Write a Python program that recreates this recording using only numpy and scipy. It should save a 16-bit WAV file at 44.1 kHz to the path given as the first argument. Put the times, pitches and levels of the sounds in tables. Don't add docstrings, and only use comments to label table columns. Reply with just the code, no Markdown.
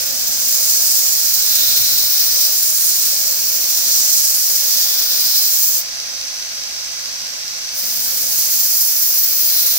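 import sys
import numpy as np
from scipy import signal
from scipy.fft import rfft, irfft
from scipy.io import wavfile
from scipy.ndimage import uniform_filter1d

SR = 44100
rng = np.random.default_rng(int(sys.argv[2]) if len(sys.argv) > 2 else 0)


def to_wav(sig):
    pcm = np.clip(np.atleast_2d(sig), -1, 1) * 32767
    pcm = np.round(pcm).astype(np.int16)
    wavfile.write(sys.argv[1], SR, pcm.T)


N = 431295
TIME = np.arange(N) / SR


def gain_of(db):
    return 10 ** (np.asarray(db) / 20)


def evened(x):
    return x / np.sqrt(np.mean(abs(x) ** 2) + 1e-20)


def curve(rows, t):
    seconds, *columns = np.transpose(rows)
    return np.array([np.interp(t, seconds, column) for column in columns])


def read(rows, hz):
    row_hz, *columns = np.transpose(rows)
    at, knots = np.log(hz + 1), np.log(abs(row_hz) + 1)
    return np.array([np.interp(at, knots, column) for column in columns])[:, :, None]


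def hump(hz, centre, half_width):
    return np.exp(-((hz[:, None] - centre) / half_width) ** 2)


def above(hz, edge_hz, order):
    return (hz ** order / (hz ** order + edge_hz ** order))[:, None]


def swell(t, centre, half_length):
    return np.exp(-((t - centre) / half_length) ** 2)


def wander(rate_hz):
    size = 2 ** 19
    hz = np.fft.rfftfreq(size, 1 / SR)
    smooth = np.exp(-(hz / rate_hz) ** 2)
    return evened(irfft(rfft(rng.standard_normal(size)) * smooth)[:N])


def waver(rate_hz):
    knots = np.arange(0, TIME[-1] + 1, 1 / 200)
    smooth = np.exp(-(np.fft.fftfreq(len(knots), knots[1]) / rate_hz) ** 2)
    noise = rng.standard_normal(len(knots)) + 1j * rng.standard_normal(len(knots))
    path = np.fft.ifft(smooth * noise)
    return evened(np.interp(TIME, knots, path))


def port_noise(ports, size):
    white = rng.standard_normal((2, N)) * np.sqrt(SR / 2)
    hz, t, (left, other) = signal.stft(white, SR, nperseg=size)
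    coherence, lead = read(ports, hz)
    right = (coherence * left + np.sqrt(1 - coherence ** 2) * other) * np.exp(-1j * lead)
    return hz, t, np.array([left, right])


def to_sound(z):
    return signal.istft(z)[1][:, :N]


def room_ripple(hz, depth_db, count=3):
    return depth_db * evened(uniform_filter1d(rng.standard_normal((2, len(hz), 1)), count, axis=1))


def belt_texture(laps, count):
    return np.interp(laps, np.arange(count) / count, evened(rng.standard_normal(count)), period=1)


# touches at in seconds, lifts off at in seconds,
# slowing of the belt in laps a second, lift of the sizzle in dB.
PASSES = [(-.2, 5.845, 0.0786, 0.4), (7.72, 10, 0.049, 2)]
SEAT_S, LEAVE_S = .07, .06


def passes(t):
    touch, lift, *settings = np.transpose(PASSES)[:, :, None]
    contact = np.clip(np.minimum((t - touch) / SEAT_S, (lift - t) / LEAVE_S), 0, 1)
    return [(contact * value).sum(0) for value in [1, *settings]]


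IDLE_LAPS_PER_S, INERTIA_S = 4.741, .3


def belt_laps():
    _, slowing, _ = passes(TIME)
    keep = np.exp(-1 / (INERTIA_S * SR))
    lagged_slowing = signal.lfilter([1 - keep], [1, -keep], slowing)
    return np.cumsum(IDLE_LAPS_PER_S - lagged_slowing) / SR


# centre in Hz, half width in Hz, boost in dB.
FRAME = [(215, 36, 8), (358, 18, 3), (470, 30, 3), (552, 32, 9.5), (645, 30, 7), (712, 26, 6), (780, 14, 4),
         (852, 30, 3.5), (1505, 70, 4)]


def frame_colour(hz):
    return sum(db * hump(hz, centre, half_width) for centre, half_width, db in FRAME)


# frequency in Hz, left and right in dB per Hz.
SWISH = [(25.0, -76.5, -76), (55.0, -72, -71), (122, -74.5, -72.5), (160.0, -80, -73), (437, -75.5, -78),
         (550, -76.5, -71), (1200, -74.5, -73), (2070, -70, -68.5), (2800, -66.5, -71), (2890, -77, -71),
         (4150, -64, -64.5), (4720, -61.5, -58.5), (5630, -61, -58), (6780, -71, -70.5), (8000, -79, -70),
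         (9600, -87, -75.5), (11500.0, -89, -75.5), (14700.0, -75, -72), (15600.0, -77.9, -78.8)]
# frequency in Hz, coherence from 0 to 1, left's lead in radians.
SWISH_PORTS = [(50, 0.73, -3.0), (250, 0.86, -3.2), (550, 0.82, -3.9), (1400, 0.33, -4.3),
               (3000, 0.16, -1.9), (4500, 0.51, -1.7), (6000, 0.2, -4.2), (8000, 0.28, -6.3),
               (14000, 0.32, -9.1)]
# place as a fraction of a lap, half length in laps,
# jump of the treble in dB.
SLAPS = [(.008, .012, 6.3), (.72, .045, 1.3)]
SLAP_BAND_HZ, SLAP_TOP_SHARE = (3200, 8500), .3


def running_belt(laps, uneven_db=0.9, frame_share=0.58, ripple_db=1.4):
    hz, _, z = port_noise(SWISH_PORTS, size=2048)
    z = z * gain_of(read(SWISH, hz) + frame_share * frame_colour(hz) + room_ripple(hz, ripple_db))
    low_edge, high_edge = SLAP_BAND_HZ
    top_cut = 1 - (1 - SLAP_TOP_SHARE) * above(hz, high_edge, order=10)
    treble = above(hz, low_edge, order=3) * top_cut
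    slap_db = 0
    for place, half_length, db in SLAPS:
        distance = (laps - place + .5) % 1 - .5
        slap_db = slap_db + db * swell(distance, 0, half_length)
    treble_db = slap_db + uneven_db * belt_texture(laps, count=60)
    return to_sound(z * (1 - treble)) + to_sound(z * treble) * gain_of(treble_db)


def tones(rows, unsteady, rate_hz, trim_db=0):
    out = np.zeros((2, N))
    for hz, left_db, right_db, lead in rows:
        carrier = np.exp(2j * np.pi * (hz * TIME + rng.random()))
        tone = carrier * (np.sqrt(1 - unsteady ** 2) + unsteady * waver(rate_hz))
        left = gain_of(left_db) * tone.real
        right = gain_of(right_db) * (tone * np.exp(-1j * lead)).real
        out += [left, right]
    return np.sqrt(2) * gain_of(trim_db) * out


# pitch in Hz, left and right rms level in dB before the trim,
# left's lead in radians.
HUM = [(50, -68, -65, -3), (66, -65, -62, -3), (118, -61, -57, -3), (200, -67, -62, -3),
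       (236, -60, -57, -3), (555, -55, -51, 2.3), (655, -61, -57, 2.3), (860, -66, -61, 2.3),
       (1086, -66, -60, 2.5), (1488, -63, -57, 2.9), (1714, -66, -57, 1.1)]


def motor_hum():
    return tones(HUM, unsteady=0.84, rate_hz=5.8, trim_db=-3.5)


# pitch in Hz, left and right rms level in dB,
# left's lead in radians.
WHINE = [(5899.5, -40.5, -36.5, .4), (5933.9, -49.6, -39, .7), (6034.3, -53.8, -41.6, 1.8),
         (6101.7, -32.5, -31.5, -1.5), (6235, -55.7, -48, 1.1), (6639.3, -53.2, -48.5, 1.4),
         (12538, -76, -55, -3.1)]


def inverter_whine():
    return tones(WHINE, unsteady=.17, rate_hz=2)


def whine_fuzz(peak_db_per_hz=-64.5, centre_hz=6120, half_width_hz=135):
    hz, _, z = port_noise(SWISH_PORTS, size=2048)
    return gain_of(peak_db_per_hz) * to_sound(z * hump(hz, centre_hz, half_width_hz))


# time in seconds, hiss level in dB.
PRESS = [(.15, -5.5), (.7, 0.5), (1.25, -0.5), (1.65, 0.8), (2.1, 0.5), (2.85, .5), (3.3, -1.5),
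         (3.68, -1.5), (4.13, 0.7), (4.55, -.6), (4.8, 0), (5.12, -2), (5.4, 0), (5.66, 1.7), (5.8, -1.5),
         (7.78, -5.5), (8.2, -3), (8.62, 0), (9.25, 0.2), (9.3, 0.2), (9.7, 0)]
# time in seconds, lowest resonance in dB, its
# centre in Hz (it shifts as the contact slides), middle resonance in dB.
FLAT = [(0.0, 4, 3630, -2.5), (0.8, -2, 3520, -2), (1.35, 2, 3880, .5), (1.62, 11, 3740, 0),
        (2.0, 6, 3950, -0.5), (2.45, 3.5, 3850, 0.5), (2.75, -5, 3590, -7), (3.07, 2.5, 3490, -2),
        (3.35, -6, 3240, -3.5), (3.9, 3.5, 3840, -2), (4.35, -6, 3760, -2.5), (4.85, 6.5, 3460, 2.5),
        (5.35, 6.5, 3950, 3), (5.65, -6, 3950, -6), (7.8, -2, 3630, -2), (8.6, -6, 3710, -4),
        (8.95, -23, 3830, -5), (9.25, -10, 3800, -5), (9.55, 4, 3810, -2.5)]
# time in seconds,
# centre in Hz, boost in dB.
UPPER = [(.15, 6950, 2.5), (.9, 8200, 3), (2.1, 7300, -1.5), (2.6, 6850, 0.5), (2.95, 7350, 2.5),
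         (3.4, 7600, 0), (3.95, 6760, 3), (4.45, 7650, 1.5), (5.15, 7100, -2.5), (5.6, 6800, 0),
         (7.8, 7300, -2), (8.4, 7120, 0.5), (8.7, 8600, -0.5), (9.4, 7300, -3.5)]
# time in seconds, centre in Hz, boost in dB before each port's share.
SPREAD = [(.5, 9800, -.5), (1.0, 9800, -0.5), (1.35, 10000, -1), (2.25, 10500, -3.5), (2.8, 10200, 3),
          (3.5, 9200, -5.5), (4.35, 11200, 2), (4.6, 9400, -2), (5.1, 10200, -2.5), (5.5, 9800, -2),
          (7.9, 9500, 1.5), (8.6, 10500, 2), (9.15, 12300, 3), (9.35, 11000, -3), (9.55, 10500, 3)]
MIDDLE_HZ, RING_HALF_WIDTHS_HZ = 5220, (450, 790, 2100)
SPREAD_HALF_WIDTH_HZ, SPREAD_SHARES = 1600, (1.4, 0.52)
SIZZLE_PER_PRESS, SIZZLE_PER_FLAT = 0.17, 0.03


def blade_colour(hz, t):
    flat_db, lowest_hz, middle_db = curve(FLAT, t)
    upper_hz, upper_db = curve(UPPER, t)
    spread_hz, spread_db = curve(SPREAD, t)
    *_, sizzle_db = passes(t)
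    rings = (lowest_hz, flat_db), (MIDDLE_HZ, middle_db), (upper_hz, upper_db)
    blade_db = sum(hump(hz, centre, half_width) * db
                   for (centre, db), half_width in zip(rings, RING_HALF_WIDTHS_HZ))
    blade_db += hump(hz, 1950, 980) * flat_db
    sizzle_db = sizzle_db + SIZZLE_PER_FLAT * flat_db + SIZZLE_PER_PRESS * curve(PRESS, t)
    blade_db += hump(hz, 13400, 2100) * sizzle_db
    shares = np.array(SPREAD_SHARES)[:, None, None]
    valley_db = shares * hump(hz, spread_hz, SPREAD_HALF_WIDTH_HZ) * spread_db
    return blade_db + valley_db


# time in seconds, boost in dB.
BASS = [(.3, 2), (1.2, -2), (1.7, 0.5), (2.7, 0.5), (4.1, .5), (5.1, -0.5), (8.1, 1), (9.2, -5), (9.55, 0)]
# strongest at in seconds, half length in seconds, boom in dB.
JOLTS = [(.11, 0.076, 7), (.65, .11, 7), (3.18, 0.077, 3), (5.788, 0.043, 7)]


def loaded_frame_colour(hz, t, boom_hz=552, boom_half_width_hz=55):
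    jolt_db = sum(db * swell(t, at, half_length) for at, half_length, db in JOLTS)
    boom_db = hump(hz, boom_hz, boom_half_width_hz) * jolt_db
    bass_db = (1 - above(hz, 250, order=4)) * curve(BASS, t)
    return frame_colour(hz) + boom_db + bass_db


ECHO_S, ECHO_DRIFT, ECHO_DB = (.00062, .00085), .06, 1.4


def hand_echo(hz, t):
    drift = 1 + ECHO_DRIFT * np.interp(t, TIME, wander(rate_hz=0.98))
    delay_s = np.array(ECHO_S)[:, None, None] * drift
    return ECHO_DB * above(hz, 5700, order=6) * np.cos(2 * np.pi * hz[:, None] * delay_s)


# frequency in Hz,
# left and right in dB per Hz.
HISS = [(25.0, -75, -82), (60.0, -80.2, -72.5), (160.0, -75.5, -75), (211.0, -80, -74), (600.0, -76, -73.5),
        (950, -80, -79), (2000, -77.5, -79.5), (2800, -75, -74), (3310, -68, -70), (4120, -61, -58.5),
        (5200, -52, -53), (6450, -59.5, -52), (7380, -56.5, -56.5), (9300, -72.5, -59),
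        (11050, -70.5, -60.5), (13380, -61, -55.5), (14600, -50.5, -54.5), (15600.0, -52.5, -54)]
# frequency in Hz, coherence from 0 to 1, left's lead in radians.
HISS_PORTS = [(60, 0.84, -2.9), (550, 0.73, -3.9), (1100, 0.3, -3.7), (2200, 0.15, -2.5),
              (3200, 0.45, -3.0), (3850, 0.6, -3.0), (5000, 0.19, -1.4), (6400, 0.27, -2.9),
              (7700, 0.43, -3.2), (10000, 0.17, -1.1), (12000, 0.19, 0.2), (14000, 0.24, 1.5),
              (15700, 0.18, 0.0)]


def grinding_noise(ripple_db=1.1, patchy_db=1.4):
    hz, t, z = port_noise(HISS_PORTS, size=2048)
    patches = uniform_filter1d(rng.standard_normal(z.shape), size=16, axis=1)
    patches = evened(uniform_filter1d(patches, size=16, axis=2))
    source_db = read(HISS, hz) + blade_colour(hz, t) + loaded_frame_colour(hz, t)
    around_db = room_ripple(hz, ripple_db) + hand_echo(hz, t)
    return hz, z * gain_of(source_db + around_db + patchy_db * patches)


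def grains(flutter_db, grit_db):
    chips = 2 * np.tanh(wander(rate_hz=3600) / 2)
    return gain_of(flutter_db * wander(rate_hz=22) + grit_db * chips)


def hand_tremor(depth_db=0.5, rate_hz=26):
    return gain_of(depth_db * wander(rate_hz))


# time in seconds, level in dB.
RUMBLE = [(0.0, 1), (0.3, 1.5), (1.0, 1), (1.65, -0.5), (2.0, 1), (2.7, -2), (3.2, 2.5), (3.5, 0),
          (3.95, 2.2), (4.4, -1.5), (5.1, 2), (5.55, -4.5), (5.75, 1), (7.8, -2), (8.3, 0), (9.15, -3.5),
          (9.55, 0)]
# place as a fraction of a lap,
# level in dB (in full on the fizz, in part on the ring).
BITE = [(.01, 0.9), (.05, 1.1), (.235, 0.5), (.295, 4), (.36, 0.8), (.47, 0.8), (.555, 1.5), (.66, 0),
        (.76, -0.3), (.845, 1.1)]


def grinding(laps, uneven_db=0.5, fizz_db=.5, ring_follows=.6):
    hz, z = grinding_noise()
    over_frame, over_blade = above(hz, 1800, order=4), above(hz, 11500, order=10)
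    contact, *_ = passes(TIME)
    press_db = curve(PRESS, TIME)
    bite_db = np.interp(laps, *np.transpose(BITE), period=1) + uneven_db * belt_texture(laps, count=70)
    rumble = to_sound(z * (1 - over_frame)) * gain_of(curve(RUMBLE, TIME))
    ring = to_sound(z * (over_frame - over_blade)) * gain_of(press_db + ring_follows * bite_db)
    fizz = to_sound(z * over_blade) * gain_of(press_db + bite_db + fizz_db)
    hiss = ring * grains(flutter_db=.45, grit_db=1.0) + fizz * grains(flutter_db=.4, grit_db=1.5)
    return contact * (rumble + hiss * hand_tremor())


# strongest at in seconds, half length in seconds,
# bounces a second, level in dB at the right port.
CHATTER = [(.5, 0.9, 57, -45), (1.856, 0.28, 114, -36), (2.15, .3, 52, -41)]


def chatter():
    drone = 0
    for at, half_length, hz, db in CHATTER:
        bounce = np.exp(2j * np.pi * hz * TIME) * waver(rate_hz=22)
        drone = drone + gain_of(db) * swell(TIME, at, half_length) * bounce
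    ports = np.array([[.7 * np.exp(2.7j)], [1]])
    return np.sqrt(2) * (drone * ports).real


def scene():
    laps = belt_laps()
    machine = running_belt(laps) + motor_hum() + inverter_whine() + whine_fuzz()
    blade = grinding(laps) + chatter()
    return machine + blade


def record(dry, edge_hz=15800):
    low_pass = signal.firwin(767, edge_hz, window=("kaiser", 9), fs=SR)
    return signal.oaconvolve(dry, low_pass[None], "same")


dry = scene()
out = record(dry)
to_wav(out)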